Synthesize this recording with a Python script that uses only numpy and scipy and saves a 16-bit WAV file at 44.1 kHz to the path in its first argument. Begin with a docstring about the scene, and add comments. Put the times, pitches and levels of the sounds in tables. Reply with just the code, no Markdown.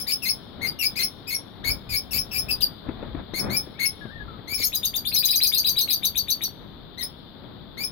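"""In a wooden aviary, small parrots call from a perch, heard through a hand-held phone.
Squawks step between two rough notes and break up into a shrill whistle; later two birds chatter in
overlapping runs. The bird voices are sums of wavering overtones, and the walls ring briefly after them.
Shaped noise makes insects hissing to the left, the rumble and rustle of air stirred by wings and hands,
and fingers bumping the case. Near sines make a faint lead-in to one squawk and a far bird's song."""
import sys
import numpy as np
from scipy import signal
from scipy.fft import rfft, irfft, next_fast_len
from scipy.io import wavfile
from scipy.ndimage import uniform_filter1d

SR = 44100
rng = np.random.default_rng(int(sys.argv[2]) if len(sys.argv) > 2 else 0)


def waveform_to_disk(signal):
    """Save audio, clipped to [-1, 1], as 16-bit WAV at the path in sys.argv[1]."""
    frames = np.transpose(np.atleast_2d(signal))
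    scaled = np.clip(frames, -1, 1) * 32767
    samples = np.round(scaled).astype(np.int16)
    wavfile.write(sys.argv[1], SR, samples)


N = 348831

CLEAR, HARSH = .52, .95  # roughness of a squawk
LEFT_RIGHT = np.array([[1], [-1]])  # times a dB value: raises the left, lowers the right


def undb(db):
    """Turn decibels into a gain factor."""
    return 10 ** (np.asarray(db) / 20)


def shape(table, hz):
    """Read a table of (Hz, dB) at any pitch, with straight lines on a log-frequency axis."""
    table_hz, table_db = np.transpose(table)
    return np.interp(np.log(np.maximum(hz, 1)), np.log(table_hz), table_db)


def colour(x, gain_db):
    """Filter a sound by a function that gives the dB for each Hz."""
    size = next_fast_len(N)
    spectrum = rfft(x, size)
    gain = undb(gain_db(np.fft.rfftfreq(size, 1 / SR)))
    return irfft(spectrum * gain, size)[..., :N]


def walk(rate_hz, size=None):
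    """Wander smoothly between random values, drawn rate_hz times a second; the spread is near 1."""
    size = size or N
    hold = max(int(SR / rate_hz), 1)
    steps = np.repeat(rng.standard_normal(size // hold + 1), hold)
    smooth = uniform_filter1d(uniform_filter1d(steps, hold), hold)
    return 1.07 * smooth[:size]


def noise(table, alike):
    """Make stereo noise of rms 1 with a given spectrum; alike is how well left and right match (0-1)."""
    mid, side = rng.standard_normal((2, N))
    alike = np.clip(alike, 0, 1)
    stereo = np.sqrt(1 + alike) * mid + np.sqrt(1 - alike) * side * LEFT_RIGHT

    def spectrum_db(hz):
        """Follow the table and drop 80 dB beyond its ends."""
        beyond = (hz < table[0][0]) | (hz > table[-1][0])
        return shape(table, hz) - 80 * beyond

    x = colour(stereo, spectrum_db)
    return x / x.std()


def air():
    """Moving air as noise that swells with wings and hands, plus insect noise and a faint high hiss."""
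    # stirs by wings and hands: each swell rises to its peak and falls again
    # columns: peak_s, length_s, rumble_rise_db, rustle_rise_db
    stirs = [(0.673, 0.11, 11, 5.5), (1.7, 0.076, 15, 6.5), (1.933, 0.048, 16, 2.5),
             (2.185, 0.062, 15.5, 5), (2.45, 0.19, 10.5, 3), (2.889, 0.036, 4, 6.5), (3.042, 0.16, 12, 6),
             (3.194, 0.031, 7, 8), (3.472, 0.11, 11, 16), (4.1, 0.391, 9.5, 1)]
    # spectra of the four noises, columns: frequency_hz, relative_level_db (per Hz)
    rumble_spectrum = [(20, -11), (70, -4.5), (160, -14.5)]
    rustle_spectrum = [(80, -4), (200, -0.5), (450, -9.5), (1380, -18), (2600, -29.5)]
    insect_spectrum = [(2600, -24), (3250, -9.5), (3560, -4.5), (4440, -14.5), (4970, -24.5), (6000, -67.5)]
    hiss_spectrum = [(8500, -46), (10500, -23), (13500, -13.5), (15400, -7.5)]

    peak_s, length_s, rumble_rise_db, rustle_rise_db = np.transpose(stirs)
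    seconds = np.arange(N) / SR
    swell = np.exp(-((seconds - peak_s[:, None]) / length_s[:, None]) ** 2)
    # each level: calm level + stirring + random wander + left/right balance, all in dB
    rumble_db = -53 + rumble_rise_db @ swell + 3.4 * walk(8.9) + 2.8 * LEFT_RIGHT
    rustle_db = -45.5 + rustle_rise_db @ swell + 1.3 * walk(18) + 2.55 * LEFT_RIGHT
    insects_db = -57 + 1.1 * walk(2.9) + 9.1 * LEFT_RIGHT
    hiss_db = -74 + 3.6 * LEFT_RIGHT
    rumble = noise(rumble_spectrum, alike=.7) * undb(rumble_db)
    rustle = noise(rustle_spectrum, alike=.36) * undb(rustle_db)
    insects = noise(insect_spectrum, alike=0) * undb(insects_db)
    hiss = noise(hiss_spectrum, alike=0) * undb(hiss_db)
    return rumble + rustle + insects + hiss


def lead_in_and_far_bird():
    """A faint squawk lead-in and a far bird's song: gliding near sines of unsteady pitch and level."""
    # one list per glide: first a faint rising lead-in just before the squawk at 3.79 s, then the far
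    # bird; columns: time_s, pitch_hz, level_db (before the wander and the aviary)
    glides = [
        [(3.74, 2050, -62), (3.77, 2300, -56), (3.795, 2650, -54)],
        [(4.01, 1750, -53), (4.05, 1600, -52), (4.09, 1510, -54), (4.11, 1800, -52), (4.17, 1840, -48),
         (4.2, 1675, -49), (4.24, 1660, -60)],
        [(4.28, 1365, -54), (4.33, 1250, -56), (4.4, 1250, -62)],
    ]
    out = np.zeros(N)
    for glide in glides:
        time_s, pitch_hz, level_db = np.transpose(glide)
        t = np.arange(int(time_s[0] * SR), int(time_s[-1] * SR))
        waver = 1 + .015 * walk(150, size=len(t))
        pitch = np.interp(t / SR, time_s, pitch_hz) * waver
        level = np.interp(t / SR, time_s, level_db) + 4.5 * walk(90, size=len(t))
        out[t] = undb(level) * np.sin(2 * np.pi * np.cumsum(pitch) / SR)
    return out


def bumps():
    """Fingers on the case: dull knocks of fast-fading noise, close to the left microphone port."""
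    # knocks, columns: start_s, level_db (before the dull colour and the left/right balance)
    knocks = [(2.889, -21.5), (3.027, -24.5), (3.149, -26.5), (3.336, -27.5), (3.666, -32), (4.053, -28),
              (4.389, -32.5), (4.52, -30.5), (4.597, -30.5), (6.478, -38), (7.437, -35)]
    out = np.zeros(N)
    t = np.arange(int(.08 * SR)) / SR
    fade = undb(-60 * t / .07)  # falls 60 dB in 0.07 s
    for start_s, level_db in knocks:
        i = int(start_s * SR)
        out[i:i + len(t)] += undb(level_db) * rng.standard_normal(len(t)) * fade
    dull = [(60, 12), (300, 18.5), (700, 3.5), (2500, -9.5), (5000, -48.0)]  # (Hz, dB)
    out = colour(out, lambda hz: shape(dull, hz))
    return out * undb([[3], [-11]])  # left, right


def aviary(dry):
    """Direct sound, a little later at the right port, then a short dense wall ring and a faint long one."""
    # what the walls return, columns: frequency_hz, gain_db
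    walls = [(2200, 4), (4800, 2), (6300, 0), (12000, 1)]
    # how the two ports hear the birds, columns: frequency_hz, left_minus_right_db
    ports = [(1300, 8), (2400, 11.5), (4400, 1.5), (8000, 5.5), (15000, 6)]
    port_lag_s, shadow_db = .0003, -7  # the case delays and shades the direct sound at the right port
    rings = (.13, -3.5), (.7, -28)  # (seconds to fall 60 dB, level in dB before the wall colour)

    t = np.arange(SR) / SR
    echo = 0
    for fall_s, level_db in rings:
        tail = rng.standard_normal((2, SR)) * undb(-60 * t / fall_s) * np.clip(t / .002, 0, 1)
        echo = echo + undb(level_db) * tail / np.sqrt(np.sum(tail ** 2, axis=1, keepdims=True))
    echo = colour(echo, lambda hz: shape(walls, hz))[:, :SR]
    # the direct sound
    echo[0, 0] += 1
    echo[1, int(port_lag_s * SR)] += undb(shadow_db)
    wet = signal.fftconvolve(dry[None], echo, axes=1)[:, :N]
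    low_cut = signal.butter(4, 1150, "high", fs=SR, output="sos")
    wet = signal.sosfilt(low_cut, wet)
    return colour(wet, lambda hz: shape(ports, hz) * np.array([[1], [0]]))


def add_syllable(out, times_s, pitch_hz, level_db, rough, slope_db, first_db=0.):
    """Add one syllable: the voice organ's pulses as up to eight wavering, throbbing, rasping overtones.

    slope_db is the change per overtone, first_db the extra level of the lowest one.
    """
    # tone colour of the calls as heard: strong low, weak around 7-8 kHz, brighter again at 11-14 kHz columns:
    # frequency_hz, gain_db
    tone_colour = [(1500, 10), (2300, -0.5), (4200, 0.5), (5300, -7), (6400, -11.5), (7200, -19.5),
                   (8400, -20.5), (9500, -15.5), (11000, -7.5), (13500, -4), (15500, -8)]
    t = np.arange(max(int(times_s[0] * SR), 0), min(int(times_s[-1] * SR), N))
    size = len(t)
    plain_hz = np.interp(t / SR, times_s, pitch_hz)
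    effort_db = np.interp(t / SR, times_s, level_db)
    waver = 1 + rough * (.022 * walk(260, size=size) + .04 * walk(2500, size=size))
    hz = plain_hz * waver
    phase = 2 * np.pi * np.cumsum(hz) / SR
    k = np.arange(1, 9)[:, None]  # overtone numbers; 1 is the fundamental

    slope = slope_db - .24 * (np.max(level_db) - effort_db)  # less effort, weaker overtones
    strength_db = shape(tone_colour, k * plain_hz) + slope * k + first_db * (k == 1)
    strength = undb(strength_db) * (k * hz < .45 * SR)  # leave out what is too high to play
    strength /= np.sqrt(np.sum(strength ** 2, axis=0))

    # each overtone throbs slowly and rasps fast, which fills the gaps between the overtones
    unrest = [.5 * walk(200, size=size) + .45 * walk(1800, size=size) for _ in k]
    throb = undb(min(rough, 1) * 9 * np.tanh(unrest))
    fade = np.clip(np.minimum(t - t[0], t[-1] - t) / (.0012 * SR), 0, 1)
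    out[t] += fade * undb(effort_db) * np.sum(strength * throb * np.sin(k * phase), axis=0)


def chatter():
    """Two chattering birds: a faint low pip, a jump to a held note, a flip up and a lower last note."""
    # syllables, columns: flip_s (time of the upward flip), level_db (before shaping), held_hz,
    # flip_hz, last_hz
    syllables = [(4.650, -20.5, 4296, 6670, 6480), (4.749, -21, 3830, 6460, 4930),
                 (4.851, -20, 3726, 6350, 4680), (4.96, -22, 3620, 6530, 4650),
                 (5.072, -21, 3600, 4410, 4785), (5.145, -18, 4250, 6150, 5070),
                 (5.183, -17, 3950, 5030, 4620), (5.252, -16, 3920, 6400, 4870),
                 (5.307, -17.5, 3874, 5020, 4540), (5.357, -16.5, 3960, 6270, 4800),
                 (5.432, -15, 4120, 5100, 4750), (5.469, -17.5, 4030, 6220, 4800),
                 (5.544, -17.5, 3670, 4900, 4350), (5.58, -17, 4210, 6270, 4660),
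                 (5.665, -18, 3990, 4880, 4710), (5.691, -18.5, 3863, 6220, 4570),
                 (5.784, -18.5, 3890, 4880, 4370), (5.81, -18, 3807, 6240, 4320),
                 (5.904, -19, 4000, 4900, 4510), (5.928, -18.5, 3840, 6210, 4586),
                 (6.052, -17.5, 3830, 6150, 4540), (6.176, -19, 3775, 6150, 4550),
                 (6.303, -18, 3825, 6100, 4500), (6.436, -20.5, 3816, 5980, 4440)]
    pip_s, jump_s, held_s, flip_s, last_s = .0075, .003, .018, .011, .025  # lengths of the parts
    pip_from, pip_to, held_climb = .45, .64, .085  # shares of the held note's pitch
    pip_db, held_db, swell_db = -25, -9, 8  # pip, start of the held note, its swell

    high, low = np.zeros((2, N))
    # times are counted from the flip
    lead = np.array([-jump_s - held_s, -held_s, 0]) - .001
    pip_times = lead[0] - pip_s * np.array([1, .5, 0])
    flip = .002 + np.array([-.0015, 0, flip_s - .002, flip_s, flip_s + .002, flip_s + last_s])
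    times = np.r_[lead, flip]
    lead_share = np.array([pip_to, 1 - held_climb / 2, 1 + held_climb / 2])
    pip_share = np.array([pip_from, pip_to, pip_to])
    # the voice nearly breaks off while it jumps between notes
    effort_db = np.r_[pip_db - 2, held_db, held_db + swell_db, -10, 0, -1.5, -11, -2, -12]
    for s, level_db, held_hz, flip_hz, last_hz in syllables:
        pitch = np.r_[lead_share * held_hz, (held_hz + flip_hz) / 2, flip_hz, flip_hz,
                      (flip_hz + last_hz) / 2, last_hz, last_hz]
        bird = high if flip_hz > 5700 else low  # the two birds are told apart by their flip
        add_syllable(bird, s + pip_times, held_hz * pip_share, level_db + pip_db + np.array([-7, 0, -2]),
                     rough=1.4, slope_db=-11)
        add_syllable(bird, s + times, pitch, level_db + effort_db, rough=.42, slope_db=-1.5)
    return high, low


def squawker():
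    """The squawking voice glides into one note, steps to a second, then breaks up into a whistle."""
    # squawks, columns: start_s, first_note_s (end of the first note, from the start), whole_s (length
    # up to the whistle), open_hz, first_hz, second_hz, level_db (before shaping), first_db (boost of
    # the fundamental), roughness (CLEAR or HARSH), whistle_hz, whistle_db (before shaping)
    squawks = [(-.05, .03, .053, 2300, 2300, 2310, -25.5, -22, CLEAR, 5250, -31),
               (0.065, 0.018, 0.054, 1720, 2336, 2346, -26, -20.5, HARSH, 5164, -22.5),
               (0.22, 0.027, 0.069, 2780, 2580, 2126, -23.5, -16.5, CLEAR, 5230, -22),
               (0.61, 0.023, 0.059, 1790, 2180, 2118, -29, -8, CLEAR, 4790, -28),
               (0.788, 0.031, 0.061, 2870, 2713, 2284, -23, -13.5, CLEAR, 5080, -23),
               (0.955, 0.028, 0.075, 1795, 2480, 2142, -26, -15, HARSH, 5310, -23.5),
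               (1.27, 0.027, 0.071, 2390, 2550, 2168, -26, -16, CLEAR, 5480, -28),
               (1.639, 0.026, 0.06, 1616, 2205, 2260, -24, -11, CLEAR, 5100, -26.5),
               (1.89, 0.036, 0.072, 2597, 2356, 2233, -26.5, -16, HARSH, 5150, -26.5),
               (2.108, 0.016, 0.073, 2790, 2644, 2350, -25.5, -20, HARSH, 5290, -24.5),
               (2.311, 0.026, 0.07, 2680, 2640, 2390, -28, -15, HARSH, 5250, -24),
               (2.483, 0.0072, 0.025, 2540, 2577, 2627, -29, -8.5, CLEAR, 4877, -21.5),
               (2.605, 0.0041, 0.016, 3380, 4120, 2760, -26.5, -6.5, HARSH, 4714, -21),
               (3.336, 0.0325, 0.055, 1760, 2188, 2165, -25.5, -15, CLEAR, 5275, -25.5),
               (3.496, 0.026, 0.067, 1800, 2140, 2358, -27, -13, CLEAR, 5254, -22.5),
               (3.789, 0.015, 0.065, 1710, 2213, 2185, -25.5, -9, CLEAR, 5337, -22),
               (4.473, 0.031, 0.067, 1900, 2187, 2340, -30, -13, CLEAR, 5290, -25),
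               (4.57, 0.043, 0.059, 2245, 2255, 2116, -26, -18.5, HARSH, 5330, -25),
               (6.974, 0.026, 0.051, 1750, 2095, 1914, -30.5, -16, CLEAR, 5214, -28),
               (7.77, 0.025, 0.066, 1744, 2183, 2370, -31.5, -13, CLEAR, 5247, -27)]
    open_s, step_s, crack_s, whistle_s = .008, .0095, .0025, .027  # glide in, step, crack, whistle
    climb = .06  # share of its pitch by which a note drifts
    out = np.zeros(N)
    for (s, first_s, whole_s, open_hz, first_hz, second_hz, level_db, first_db, rough,
         whistle_hz, whistle_db) in squawks:
        # the two notes
        stepped_s = min(first_s + step_s, whole_s - .002)
        times = s + np.array([0, min(open_s, .7 * first_s), first_s, (first_s + stepped_s) / 2,
                              stepped_s, whole_s])
        drift = climb * np.sign(first_hz - open_hz)  # the first note keeps drifting the way it came in
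        pitch = [open_hz, first_hz * (1 - drift / 2), first_hz * (1 + drift / 2),
                 (first_hz + second_hz) / 2, second_hz * (1 - climb / 2), second_hz * (1 + climb / 2)]
        # a wider rise into the first note opens more softly
        open_db = -17 - 3 * max(np.log2(first_hz / open_hz), 0)
        # the voice thins while it steps, more for a wider step
        break_db = -3 - 5 * min(abs(np.log2(first_hz / second_hz)) / .15, 1)
        effort_db = np.array([open_db, -6, -3, break_db, -.5, 0])
        add_syllable(out, times, pitch, level_db + effort_db, rough, slope_db=-1.14, first_db=first_db)

        # in harsh squawks the first note sounds on beside the second
        if rough == HARSH:
            add_syllable(out, times[[2, 4, 5]], np.full(3, pitch[2]), level_db - 6 + np.array([-6, 0, 0]),
                         rough, slope_db=1.0, first_db=first_db / 2)

        # a short rasp where the squawk breaks into the whistle
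        end_s = s + whole_s
        crack_times = end_s + crack_s * np.array([-1, 0, 1.5])
        crack_db = whistle_db - 10 + np.array([-6, 0, -12])
        add_syllable(out, crack_times, second_hz * np.array([1, 1.2, 1.4]), crack_db,
                     rough=2.5, slope_db=-2, first_db=-14)

        # the whistle bends up out of the second note's octave, then sags
        bend = np.array([min(2 * second_hz / whistle_hz, 1), 1.025, .985, .965])
        whistle_times = end_s + whistle_s * np.array([-.1, .2, .85, 1])
        add_syllable(out, whistle_times, whistle_hz * bend, whistle_db + np.array([-9.5, 4.0, 3.0, -6]),
                     rough=.37, slope_db=-5.0)
    return out


def scene():
    """Sum the air, the bumps and the bird calls, each layer of calls with its own ring of the aviary."""
    calls = lead_in_and_far_bird(), *chatter(), squawker()
    return air() + bumps() + sum(aviary(call) for call in calls)


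def record(dry):
    """The phone cuts the top: a steep low-pass at 15850 Hz."""
    top_cut = signal.ellip(10, .2, 80, 15850, fs=SR, output="sos")
    return signal.sosfilt(top_cut, dry)


dry = scene()
out = record(dry)
waveform_to_disk(out)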